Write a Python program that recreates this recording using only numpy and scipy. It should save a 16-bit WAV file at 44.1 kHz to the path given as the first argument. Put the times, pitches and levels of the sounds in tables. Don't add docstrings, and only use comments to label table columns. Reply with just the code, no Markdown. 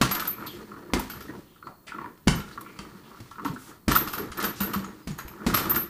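import sys
import numpy as np
from scipy import signal
from scipy.fft import rfft, irfft
from scipy.io import wavfile
from scipy.ndimage import uniform_filter1d

SR = 44100
rng = np.random.default_rng(int(sys.argv[2]) if len(sys.argv) > 2 else 0)


def waveform_to_disk(signal):
    frames = np.transpose(np.atleast_2d(signal))
    scaled = np.clip(frames, -1, 1) * 32767
    samples = np.round(scaled).astype(np.int16)
    wavfile.write(sys.argv[1], SR, samples)


def to_linear_factor(level_db):
    exponent = np.asarray(level_db, float) / 20
    return 10 ** exponent


N = 259749

# [f/Hz, level/dB]
YARD_COLOUR = [(20, -13), (130, -5.5), (320, -8.5), (650, -23.5), (1190, -17.5), (2460, -40), (6000, -35),
               (12300, -30.5), (15300, -20)]
# [f/Hz, width/Hz, level/dB]
INSECT_BAND = (4320, 300, -64.5)
# [t/s, level/dB]
INSECT_SWELLS = [
    (0, 1),
    (1.58, -13),
    (1.66, 0),
    (1.85, -14),
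    (2.03, -6),
    (2.2, -17),
    (2.9, -5.5),
    (3.2, -9),
    (3.7, -11),
    (5.89, -15),
]
# [f/Hz, time to fall 60 dB/s]
GARAGE_ECHO = [(100, 0.47), (400, 0.25), (1500, 0.43), (5000, 0.31), (14000, 0.26)]
# [t/s, effort/dB]
EFFORT = [(0, -65), (.13, -65), (.56, -52.5), (.9, -76), (1.11, -54.5), (1.4, -61.5), (1.75, -82),
          (2.26, -70), (2.45, -60.5), (3.12, -63), (3.71, -61.5), (3.85, -72), (4.05, -58.5), (4.75, -55),
          (5.03, -64.5), (5.43, -64), (5.55, -39.5), (5.89, -59.5)]
# [f/Hz, level/dB]
RUSTLE_COLOUR = [(290, -46), (500, -13), (1000, -14), (1710, -7.5), (1890, -6.5), (2830, -9), (4400, -9.5),
                 (15300, -24.5)]
# [peak t/s, rise/s, fall/s, hum level/dB, chatter level/dB]
SHAKES = [(0.015, 0.0028, 0.097, -22, -47), (.2, 0.33, 0.25, -35, -42.5), (.42, 0.054, 0.12, -35, -44),
          (.6, 0.1, 0.083, -35, -49.5), (.76, 0.16, 0.76, -39, -52.5), (0.937, 0.0033, 0.13, -23.5, -36),
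          (1.17, 0.069, 0.089, -42, -46), (1.339, 0.14, 0.11, -33, -61), (1.675, 0.057, 0.068, -40, -62),
          (2.02, 0.16, 0.15, -37.5, -53.5), (2.276, 0.0059, 0.17, -26, -36.5),
          (2.6, 0.37, 0.31, -42.5, -54), (2.82, 0.11, 0.41, -42.5, -54), (3.15, 0.14, 0.16, -43.5, -55.5),
          (3.462, 0.093, 0.17, -32.5, -59), (3.7, 0.097, 0.11, -44, -51.5),
          (3.884, 0.006, 0.28, -25.5, -29), (4.219, 0.098, 0.11, -28, -39.5),
          (4.45, 0.12, 0.097, -26.5, -31.5), (4.608, 0.013, 0.35, -29.5, -37.5),
          (4.77, 0.51, 0.32, -37, -58), (5.08, 0.012, 0.51, -43.5, -49.5), (5.471, 0.0078, 0.14, -25, -48),
          (5.75, 0.45, 0.13, -28, -37)]
# [f/Hz, width/Hz, level/dB]
FRAME_MODES = [(135, 77, -11.5), (208.9, 22.3, 2), (240, 20, -3), (306.5, 59, -1.5), (359.6, 33.5, 0.5),
               (417, 83, -6.5)]
# [f/Hz, width/Hz, level/dB]
TUBE_MODES = [(573, 100, -14), (961, 155, 6.5), (1038, 68, 5), (1150, 105, 6.5), (1310, 49, 9),
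              (1410, 51, 6.5), (1728, 70, 4.5), (1880, 54, 3), (2320, 88, -10), (2880, 33, -14)]
# [start t/s, length/s, f/Hz, width/Hz, level/dB]
RUBS = [(0.463, 0.024, 4000, 1800, -44), (.466, 0.055, 3300, 500, -48), (1.44, 0.17, 3140, 1100, -68),
        (.305, .055, 2350, 400, -55), (.4, .07, 2300, 500, -55), (2.52, .03, 4200, 1200, -55),
        (3.452, .045, 3500, 3000, -50), (3.533, .022, 7000, 9000, -55), (3.565, 0.168, 8000, 14000, -54),
        (3.027, .07, 3100, 1800, -61), (5.192, 0.026, 1740, 700, -50), (4.551, 0.06, 4960, 6000, -48),
        (1.658, 0.084, 750, 500, -54.5), (1.971, 0.1, 1880, 1190, -58.5), (2.66, 0.06, 2230, 500, -57),
        (2.71, 0.085, 2330, 350, -64), (1.869, 0.039, 2000, 1836, -45), (4.842, 0.013, 6700, 250, -51),
        (5.02, 0.043, 4980, 90, -67), (5.11, 0.019, 6800, 120, -54.5), (5.184, 0.01, 6600, 250, -47.5)]
# [start t/s, length/s, from f/Hz, to f/Hz, width/Hz, level/dB]
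STRAP_TWIST = (2.63, .085, 1800, 3300, 500, -58)
# [t/s, peak level/dB, time to fall 60 dB/s]
STRAP_SNAPS = [(.15, -25.5, 0.074), (.251, -30, 0.051), (.268, -32.5, 0.12), (1.868, -39.5, 0.12),
               (1.878, -34.5, 0.073), (2.177, -47, 0.022), (2.484, -40, 0.055), (2.7681, -49, 0.033),
               (2.349, -31, 0.067), (2.402, -31.5, 0.053), (3.465, -49, 0.042), (4.654, -45, 0.038),
               (4.763, -35, .04), (4.792, -35.5, 0.046), (5.2, -39, 0.054), (5.593, -28, 0.04),
               (5.656, -24, 0.022), (2.2806, -7.5, 0.015), (2.513, -44, 0.061), (4.4009, -23, 0.085),
               (4.4247, -27.5, 0.096), (5.28, -38.5, 0.051), (5.747, -19.5, 0.035)]
# [f/Hz, level/dB]
SNAP_COLOUR = [(1180, 8), (2000, 9.5), (4920, 7), (7260, 2), (10900, -0.5), (12000, -42), (15600, -66),
               (22000, -120)]
# [t/s, strap level/dB, hook level/dB, tube f/Hz]
CHAIN_JOLTS = [(0.0204, -30, -19.5, 1100), (0.1106, -22.5, -25, 1180), (0.196, -25.5, -26, 1470),
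               (0.4633, -42, -44, 1310), (0.995, -33, -28.5, 960), (1.098, -32, -33, 1410),
               (1.206, -38, -39, 1410), (1.668, -51, -31, 1150), (2.609, -46, -40, 1140),
               (2.789, -34, -36.5, 1160), (3.311, -43.5, -39, 1150), (3.448, -32, -27, 1020),
               (3.9129, -21.5, -19.5, 1360), (3.9517, -17, -18.5, 1310), (4.0727, -27, -30, 1250),
               (4.134, -27.5, -27.5, 1220), (4.18, -33, -26, 1410), (4.318, -33.5, -33.5, 1440),
               (4.373, -33.5, -31, 1280), (4.4394, -22, -26.5, 1350), (4.605, -21.5, -28.5, 1140),
               (4.633, -47, -30, 1480), (4.735, -26.5, -25.5, 1200), (4.8433, -42, -36.5, 1400),
               (5.186, -34, -29.5, 1410), (5.542, -18.5, -18.5, 1310), (5.5717, -19.5, -26, 1260),
               (5.696, -27.5, -31, 1290), (5.759, -26, -23.5, 1410)]
# [t/s, tick level/dB, ring level/dB, place along the three links, 0 to 2]
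LINK_HITS = [(0.1135, -9, -22, 0.21), (0.1998, -28, -32.5, 0.61), (0.275, -12, -22, 1.2),
             (0.465, -20, -41, 1.3), (0.996, -14, -58, .6), (1.097, -33, -33.5, 0.033),
             (1.2087, -25, -50, 0.27), (2.352, -34, -40.5, 0.98), (2.611, -22, -64, 1.7),
             (3.4475, -27, -45, 0.97), (3.9146, -8, -32, .4), (3.9521, -12, -19, 2.3),
             (3.971, -2, -21.5, .3), (4.0743, -30, -35, 0.94), (4.132, -14, -31, 1.5),
             (4.181, -27, -33, .05), (4.374, -19, -34, 2.7), (4.4255, -13, -32.5, 0.62),
             (4.442, -8.5, -25, 0.75), (4.606, -14, -28.5, 1.4), (4.6338, -8, -31.5, 0.2),
             (4.7347, -17, -31.5, 2.1), (5.183, -18.5, -45, 0.89), (5.278, -35.5, -45.5, 0.5),
             (5.541, -6, -22, .05), (5.5743, -10, -26.5, 1.4), (5.595, -11, -42, 1.3),
             (5.635, -15, -38, 1.4), (5.6968, -8.5, -18, 1.5), (5.7581, -6, -19, 0.7)]
# [f/Hz, level/dB, time to fall 60 dB/s]
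LINK_MODES = [
    [(12535, 0, .2), (12480, -5, .17), (12655, -8, .12)],
    [(13070, 0, .22), (13100, -6, .17), (13010, -10, .1)],
    [(13830, 0, .18), (13680, -2, .13), (13760, -8, .1), (15180, -16, .12)],
]
# [t/s, peak level/dB, f/Hz, time to fall 60 dB/s]
FRAME_JERKS = [(0.537, -36, 347.3, 0.27), (0.027, -18, 126, 0.11), (0.085, -28, 178, 0.11),
               (0.943, -22, 96, 0.062), (0.965, -21, 254, 0.18), (1.29, -25, 295, 0.056),
               (1.336, -41.5, 236, 0.14), (1.949, -34.5, 322, 0.077), (2.282, -13, 145.4, 0.14),
               (2.406, -27.5, 208, 0.059), (2.946, -37.5, 194, 0.16), (1.169, -41, 75, 0.17),
               (2.278, -16, 410, 0.054), (2.79, -41.5, 60, 0.23), (3.204, -34, 113, 0.12),
               (3.884, -15.5, 287, 0.11), (4.301, -35, 60.4, 0.15), (5.249, -30.5, 60.5, 0.084),
               (5.701, -40, 69, 0.52), (2.348, -23.5, 156, 0.18), (2.789, -29.5, 202, 0.081),
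               (3.451, -22.5, 280.4, 0.14), (3.498, -18.5, 156, 0.064), (3.417, -34, 295, 0.059),
               (3.53, -29.5, 255, 0.15), (3.689, -36.5, 300, 0.084), (3.893, -17.5, 137, 0.094),
               (4.196, -29, 404, 0.15), (4.235, -34, 330, 0.13), (4.387, -26, 340, 0.085),
               (4.606, -24.5, 195.5, 0.36), (4.756, -21.5, 195.4, 0.31), (5.08, -26, 198, 0.12),
               (5.103, -23, 150.4, 0.14), (5.4664, -6.5, 241, 0.038), (5.49, -17, 203, 0.077),
               (5.512, -23, 189, 0.12), (5.535, -22, 250, 0.064), (5.549, -28, 310, 0.084),
               (5.005, -44, 310, 0.095), (5.248, -37.5, 330, .07), (5.306, -40, 168, .08),
               (5.406, -40, 400, 0.065), (5.76, -26, 237, .1), (5.702, -32.5, 344, 0.63)]
# [start t/s, length/s, f/Hz, peak level/dB]
FLAT_LANDING = (3.9602, .0085, 1370, -9)
# [t/s, peak level/dB, strongest tube f/Hz]
HOOK_KNOCKS = [(0.166, -26.5, 1410), (0.426, -33.5, 1310), (1.285, -41.5, 1880), (1.628, -36.5, 1310),
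               (1.922, -31.5, 1310), (1.948, -34.5, 1310), (1.987, -30, 1120), (2.016, -33.5, 1040),
               (2.045, -35.5, 990), (2.578, -31, 1200), (2.665, -40, 1220), (3.385, -33.5, 1310),
               (3.398, -31.5, 1160), (3.462, -25.5, 1310), (3.564, -35.5, 1400), (3.971, -25, 1200),
               (4.391, -23.5, 1500), (4.469, -33, 1160), (5.407, -40, 1340), (5.419, -38.5, 1360),
               (5.538, -23, 1350), (5.59, -27.5, 1260), (5.605, -38, 1300), (5.643, -43, 1390),
               (5.684, -39, 1290), (5.749, -27.5, 1330), (5.78, -34, 1250), (5.875, -44, 1380),
               (5.501, -28.5, 1410), (5.657, -30, 1310), (5.719, -27, 1270)]
# [t/s, peak level/dB, strongest tube f/Hz]
HOOK_TAPS = [(0.13, -31, 1320), (0.1515, -27, 1270), (0.1786, -25, 1390), (0.2232, -24, 1300),
             (0.254, -27, 1380), (0.2776, -28.5, 1380), (0.3676, -39, 980), (0.3843, -33, 1270),
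             (0.408, -32, 1310), (0.458, -34, 1120), (0.479, -47, 961), (0.5683, -51, 1130),
             (0.605, -43, 1450), (0.6978, -49, 972), (0.718, -31, 1230), (0.743, -37.5, 1310),
             (0.766, -34.5, 1150), (0.818, -51, 1280), (0.8659, -47, 1270), (0.902, -36, 960),
             (1.137, -34, 1340), (1.1744, -45, 1390), (1.257, -42, 1310), (1.299, -33.5, 1820),
             (1.337, -37, 921), (1.352, -37.5, 939), (1.5628, -46, 1410), (1.964, -37, 1290),
             (2.0611, -28.5, 880), (2.1763, -52, 1260), (2.336, -34, 1390), (2.381, -32, 1310),
             (2.4053, -30, 1310), (2.481, -39, 1330), (2.5133, -37, 1480), (2.5294, -50, 1190),
             (2.7012, -40.5, 1200), (2.762, -42, 1230), (2.8524, -36.5, 1210), (2.952, -44, 1150),
             (2.9881, -48, 1410), (3.117, -38.5, 1130), (3.1475, -37.5, 1220), (3.174, -39, 1280),
             (3.26, -47, 1140), (3.358, -36, 1280), (3.4196, -36, 1180), (3.4795, -27, 960),
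             (3.6177, -45, 1390), (3.683, -50, 1390), (3.718, -40.5, 1340), (4.0123, -26, 1420),
             (4.3025, -43, 1360), (4.676, -32, 1410), (4.7459, -19, 1140), (4.9219, -57, 1240),
             (5.0175, -47, 1107), (5.2092, -34, 1800), (5.3387, -38.5, 1240), (5.3782, -42, 1370)]
# [t/s, height of the suction spike]
CONTACTS = [
    (.0143, .72),
    (.9359, .8),
    (2.2738, .27),
    (3.2026, .005),
    (3.8813, .33),
    (5.0735, .02),
    (5.4651, .12),
]
# [slap level/dB, bag level/dB, deep thump level/dB, slap length/s]
BLOWS = [
    (-13.5, -22, -37, 0.013),
    (-18, -25, -30, 0.0049),
    (-21.5, -17.5, -24.5, 0.0072),
    (-40, -47, -59, 0.0073),
    (-13, -22.5, -29, 0.0018),
    (-35, -36, -41.5, 0.022),
    (-22, -27.5, -34.5, 0.02),
]
# [t/s, spike height, negative is suction]
SPIKE_ECHOES = [(.0175, -.25), (.0208, .45), (.0226, .3), (.0234, .45), (.9397, -.25), (2.2807, -.4),
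                (2.2824, -.35), (2.2833, -.3), (2.288, -.15), (3.8825, -.25), (3.8848, -.15), (3.8866, .2)]
# [f/Hz, level/dB]
SLAP_COLOUR = [(240, -44), (400, -60), (662, -1), (1980, -3.5), (2950, -8), (3650, -7.5), (5180, -8),
               (15300, -21)]


def evened(x):
    return x / np.sqrt(np.mean(x ** 2) + 1e-20)


def sine(cycles):
    return np.sin(2 * np.pi * cycles)


def fade(db, t, t60):
    return to_linear_factor(db - 60 * t / t60)


def read(points, hz):
    f, value = np.transpose(points)
    return np.interp(np.log(hz + 1), np.log(f + 1), value)


def add(mix, s, sound):
    part = mix[max(round(s * SR), 0):][:len(sound)]
    part += sound[:len(part)]


def colour(x, spectrum):
    gain = to_linear_factor(read(spectrum, np.fft.rfftfreq(len(x), 1 / SR)))
    return evened(irfft(rfft(x) * gain, len(x)))


def resonate(x, hz, width):
    r = np.exp(-np.pi * width / SR)
    return 2 * signal.lfilter([1 - r], [1, -r * np.exp(2j * np.pi * hz / SR)], x).real


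def band(x, hz, width):
    return evened(resonate(resonate(x, hz, width), hz, width))


def body(x, modes):
    parts = [(-1) ** k * to_linear_factor(db) * resonate(x, hz, width) for k, (hz, width, db) in enumerate(modes)]
    return evened(sum(parts))


def grains(per_s, spread_db):
    size = to_linear_factor(spread_db * np.minimum(rng.exponential(1, N), 4)) * rng.choice([-1, 1], N)
    return size * (rng.random(N) < per_s / SR)


def fits(length, size):
    return to_linear_factor(3 * evened(uniform_filter1d(rng.standard_normal(length), size=size)))


def curve(rows, count):
    columns = np.transpose(rows)
    return np.interp(np.arange(N) / SR, columns[0], columns[count])


def shaking(count):
    t, rows = np.arange(0, N, 32) / SR, np.array(SHAKES)
    late = t - rows[:, :1]
    away = np.maximum(-late / abs(rows[:, 1:2]), late / abs(rows[:, 2:3]))
    drop_db = 20 * away ** 2
    power = to_linear_factor(2 * (rows[:, count, None] - drop_db)).sum(0)
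    return np.interp(np.arange(N) / SR, t, np.sqrt(power))


def yard():
    hz, width, db = INSECT_BAND
    throb = 1 + 0.26 * evened(uniform_filter1d(rng.standard_normal(N), 500))
    insects = band(rng.standard_normal(N), hz, width) * throb * to_linear_factor(curve(INSECT_SWELLS, count=1))
    return to_linear_factor(-55) * colour(rng.standard_normal(N), YARD_COLOUR) + to_linear_factor(db) * insects


def garage(x):
    taps = np.zeros((3, SR // 2))
    jitter = rng.integers(0, 10, (3, (SR // 2 - 151) // 10))
    at = np.arange(150, SR // 2 - 10, 10) + jitter
    np.put_along_axis(taps, at, rng.choice([-1., 1.], at.shape), 1)
    hz, t, z = signal.stft(taps, SR, nperseg=256)
    tails = signal.istft(z * fade(0, t, read(GARAGE_ECHO, hz)[:, None]), SR, nperseg=256)[1]
    tails = tails / np.linalg.norm(tails[0])
    turn = 9 * np.arange(N) / SR + np.arange(3)[:, None] / 3
    shared = x * np.cos(2 * np.pi * turn) * np.sqrt(2 / 3)
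    return signal.fftconvolve(shared, tails, axes=1).sum(0)[:N]


def rustle():
    folds = uniform_filter1d(uniform_filter1d(rng.standard_normal(N), size=2000), size=2000)
    rub = colour(grains(5000, 0.81), RUSTLE_COLOUR) * to_linear_factor(1.5 * evened(folds))
    high = signal.sosfilt(signal.butter(2, 6000, "high", fs=SR, output="sos"), rub)
    grit = (to_linear_factor(2) - 1) * high
    return (to_linear_factor(curve(EFFORT, count=1)) + to_linear_factor(-28) * shaking(count=4)) * (rub + grit)


def stand():
    effort_db = curve(EFFORT, count=1) + 60
    hum = to_linear_factor(-7.5) * shaking(count=3) + to_linear_factor(-68 + 0.077 * effort_db)
    chatter = to_linear_factor(-3) * shaking(count=4) + to_linear_factor(-72.5 + 1.2 * effort_db)
    rocking = to_linear_factor(-21.5) * shaking(count=3) + to_linear_factor(-64 + 1.3 * effort_db)
    sound = hum * body(grains(600, 2.2), FRAME_MODES)
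    sound += chatter * body(grains(900, 4.2), TUBE_MODES)
    sound += rocking * body(rng.standard_normal(N), [(54.3, 7.7, -8.5), (126, 27, -6)])
    return sound


def drags():
    out = np.zeros(N)
    for s, length, hz, width, db in RUBS:
        rub = rng.standard_normal(int(length * SR))
        add(out, s, to_linear_factor(db) * band(rub, hz, width) * signal.windows.tukey(len(rub), .45))
    return out


def swish():
    out, (s, length, from_hz, to_hz, width, db) = np.zeros(N), STRAP_TWIST
    slow = band(rng.standard_normal(int(length * SR)), 0, width)
    cycles = np.cumsum(np.linspace(from_hz, to_hz, len(slow))) / SR
    add(out, s, to_linear_factor(db) * slow * sine(cycles) * signal.windows.tukey(len(slow), .6))
    return out


def snaps():
    out, t = np.zeros(N), np.arange(8000) / SR
    with_jolts = [(s, db, 0.11) for s, db, *_ in CHAIN_JOLTS]
    for s, db, t60 in STRAP_SNAPS + with_jolts:
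        catches = 1 + 3 * (rng.random(len(t)) < 250 / SR)
        grit = fits(len(t), 200) * catches * rng.standard_normal(len(t))
        burst = colour(grit, SNAP_COLOUR) * np.minimum(t / .004, 1)
        add(out, s - .0015, to_linear_factor(db - 6.5) * burst * (fade(0, t, t60) + 1.1 * np.exp(-t / 0.0032)))
    return out


def clinks():
    out, t = np.zeros((len(LINK_MODES), N)), np.arange(SR // 3) / SR
    luck = rng.random((len(LINK_HITS), 20))
    for (s, tick_db, ring_db, place), draw in zip(LINK_HITS, luck):
        link_db = ring_db - 6 * abs(np.arange(len(LINK_MODES)) - place)
        chance = iter(draw)
        seat = 1 + .003 * (draw[0] - .5)
        tick = resonate(rng.standard_normal(len(t)), 13400, 3100) * np.exp(-t / 0.01)
        add(out[0], s - .001, to_linear_factor(tick_db - 15) * tick)
        for link, level, group in zip(out, link_db, LINK_MODES):
            ring = np.zeros(len(t))
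            for hz, db, t60 in group:
                start_db = level + db + 3 - 6 * next(chance)
                ring += fade(start_db, t, t60) * sine(hz * seat * t + next(chance))
            add(link, s - .001, ring * np.minimum(t / 0.0073, 1))
    touch = uniform_filter1d(uniform_filter1d(rng.standard_normal(out.shape), size=400), size=400)
    return (out * to_linear_factor(4 * np.clip(evened(touch), -2.5, 1))).sum(0)


def jerks():
    out, t = np.zeros(N), np.arange(SR // 2) / SR
    for s, db, hz, t60 in FRAME_JERKS:
        note = sine(hz * t) + 0.18 * sine(0.4 * hz * t)
        add(out, s, fade(db, t, t60) * note * np.minimum(t / 0.0049, 1))
    return out


def clack():
    out, (s, length, hz, db) = np.zeros(N), FLAT_LANDING
    t = np.arange(int(length * SR)) / SR
    add(out, s, to_linear_factor(db) * np.hanning(len(t)) * sine(hz * t))
    return out


def knocks():
    out, t = np.zeros(N), np.arange(4000) / SR
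    jolted = [(s + 0.003977, db, hz) for s, _, db, hz in CHAIN_JOLTS]
    light = [(s, db - 5, hz) for s, db, hz in HOOK_TAPS]
    f, _, mode_db = np.transpose(TUBE_MODES)[:, :, None]
    for s, db, hz in HOOK_KNOCKS + jolted + light:
        phase, size, detune = rng.random((3, len(TUBE_MODES), 1))
        shake = rng.standard_normal(len(t))
        octaves = abs(np.log2(f / hz))
        near_db = mode_db - 7.3 * np.minimum(octaves / 0.31, 1.5) - 0.78 * size
        pitch = f * (1 + 0.093 * (detune - .5))
        rings = fade(near_db, t, .035) * sine(pitch * t + phase)
        sound = rings.sum(0) * np.sin(np.pi / 2 * np.minimum(t / .0035, 1)) ** 2
        rattle = evened(signal.fftconvolve(shake, sound[:1000])[:len(t)]) * np.minimum(t / .008, 1)
        click = evened(resonate(resonate(shake, 1500, 1800), 1500, 1600)) * np.exp(-t / .004)
        add(out, s - .002, to_linear_factor(db - 16) * click)
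        add(out, s - .003, to_linear_factor(db + 4) * (sound / abs(sound).max() + fade(-10, t, 0.11) * rattle))
    return out


def punches():
    out, lead, t = np.zeros(N), 400, np.arange(SR // 3) / SR
    before = np.arange(-lead, 0) / SR
    for (s, spike), (slap_db, bag_db, deep_db, spread) in zip(CONTACTS, BLOWS):
        squeeze = -spike * np.exp(before / .00007)
        squeeze -= to_linear_factor(bag_db + 5) * np.exp(before / 0.0026) * (1 + before * SR / lead)
        add(out, s - lead / SR, squeeze)

        burst = colour(rng.standard_normal(len(t)), SLAP_COLOUR)
        crumple = fits(len(t), 300)
        dying = np.exp(-t / max(spread, .002)) + 0.28 * crumple * np.exp(-t / 0.065)
        slap = to_linear_factor(slap_db - 6.5) * burst * dying

        bag_hz = 216 * (1 + 0.056 * np.exp(-t / 0.034))
        sag = np.cumsum(bag_hz) / SR
        bag = fade(bag_db + 11.5, t, 0.042) * sine(sag)
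        bag += fade(bag_db + 3, t, 0.071) * sine(0.82 * sag) * np.minimum(t / 0.0097, 1)

        fall = 48 * t + 0.23 * (1 - np.exp(-t / 0.0047))
        deep = fade(deep_db + 11, t, 0.11) * sine(fall) * np.minimum(t / 0.0047, 1)

        suction = spike * np.exp(-t / .00004)
        add(out, s, (slap + bag + deep) * np.minimum(t / .0006, 1) - suction)
    for s, height in SPIKE_ECHOES:
        add(out, s - 20 / SR, height * np.exp(-abs(np.arange(-20, 20)) / 2.2))
    return out


def scene():
    background = yard() + rustle() + stand()
    straps = drags() + swish() + snaps()
    chain = clinks()
    hook = jerks() + knocks()
    blows = punches()
    echo = garage(to_linear_factor(-7) * blows + to_linear_factor(-11) * hook + to_linear_factor(-3) * straps + to_linear_factor(-8) * chain)
    return (background + straps + chain + hook + clack() + blows + echo)[None]


def low_pass(x):
    return signal.sosfilt(signal.butter(12, 16630, fs=SR, output="sos"), x)


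def record(dry):
    soft = 1.2 * np.tanh(dry / 1.2)
    edges_hz = [0, 15250, 15450, 16500, 16700, SR / 2]
    taps = signal.firwin2(401, edges_hz, [1, 1, .02, .015, 0, 0], fs=SR)
    mix = signal.oaconvolve(soft, taps[None], "same")
    return low_pass(mix)


dry = scene()
out = record(dry)
waveform_to_disk(out)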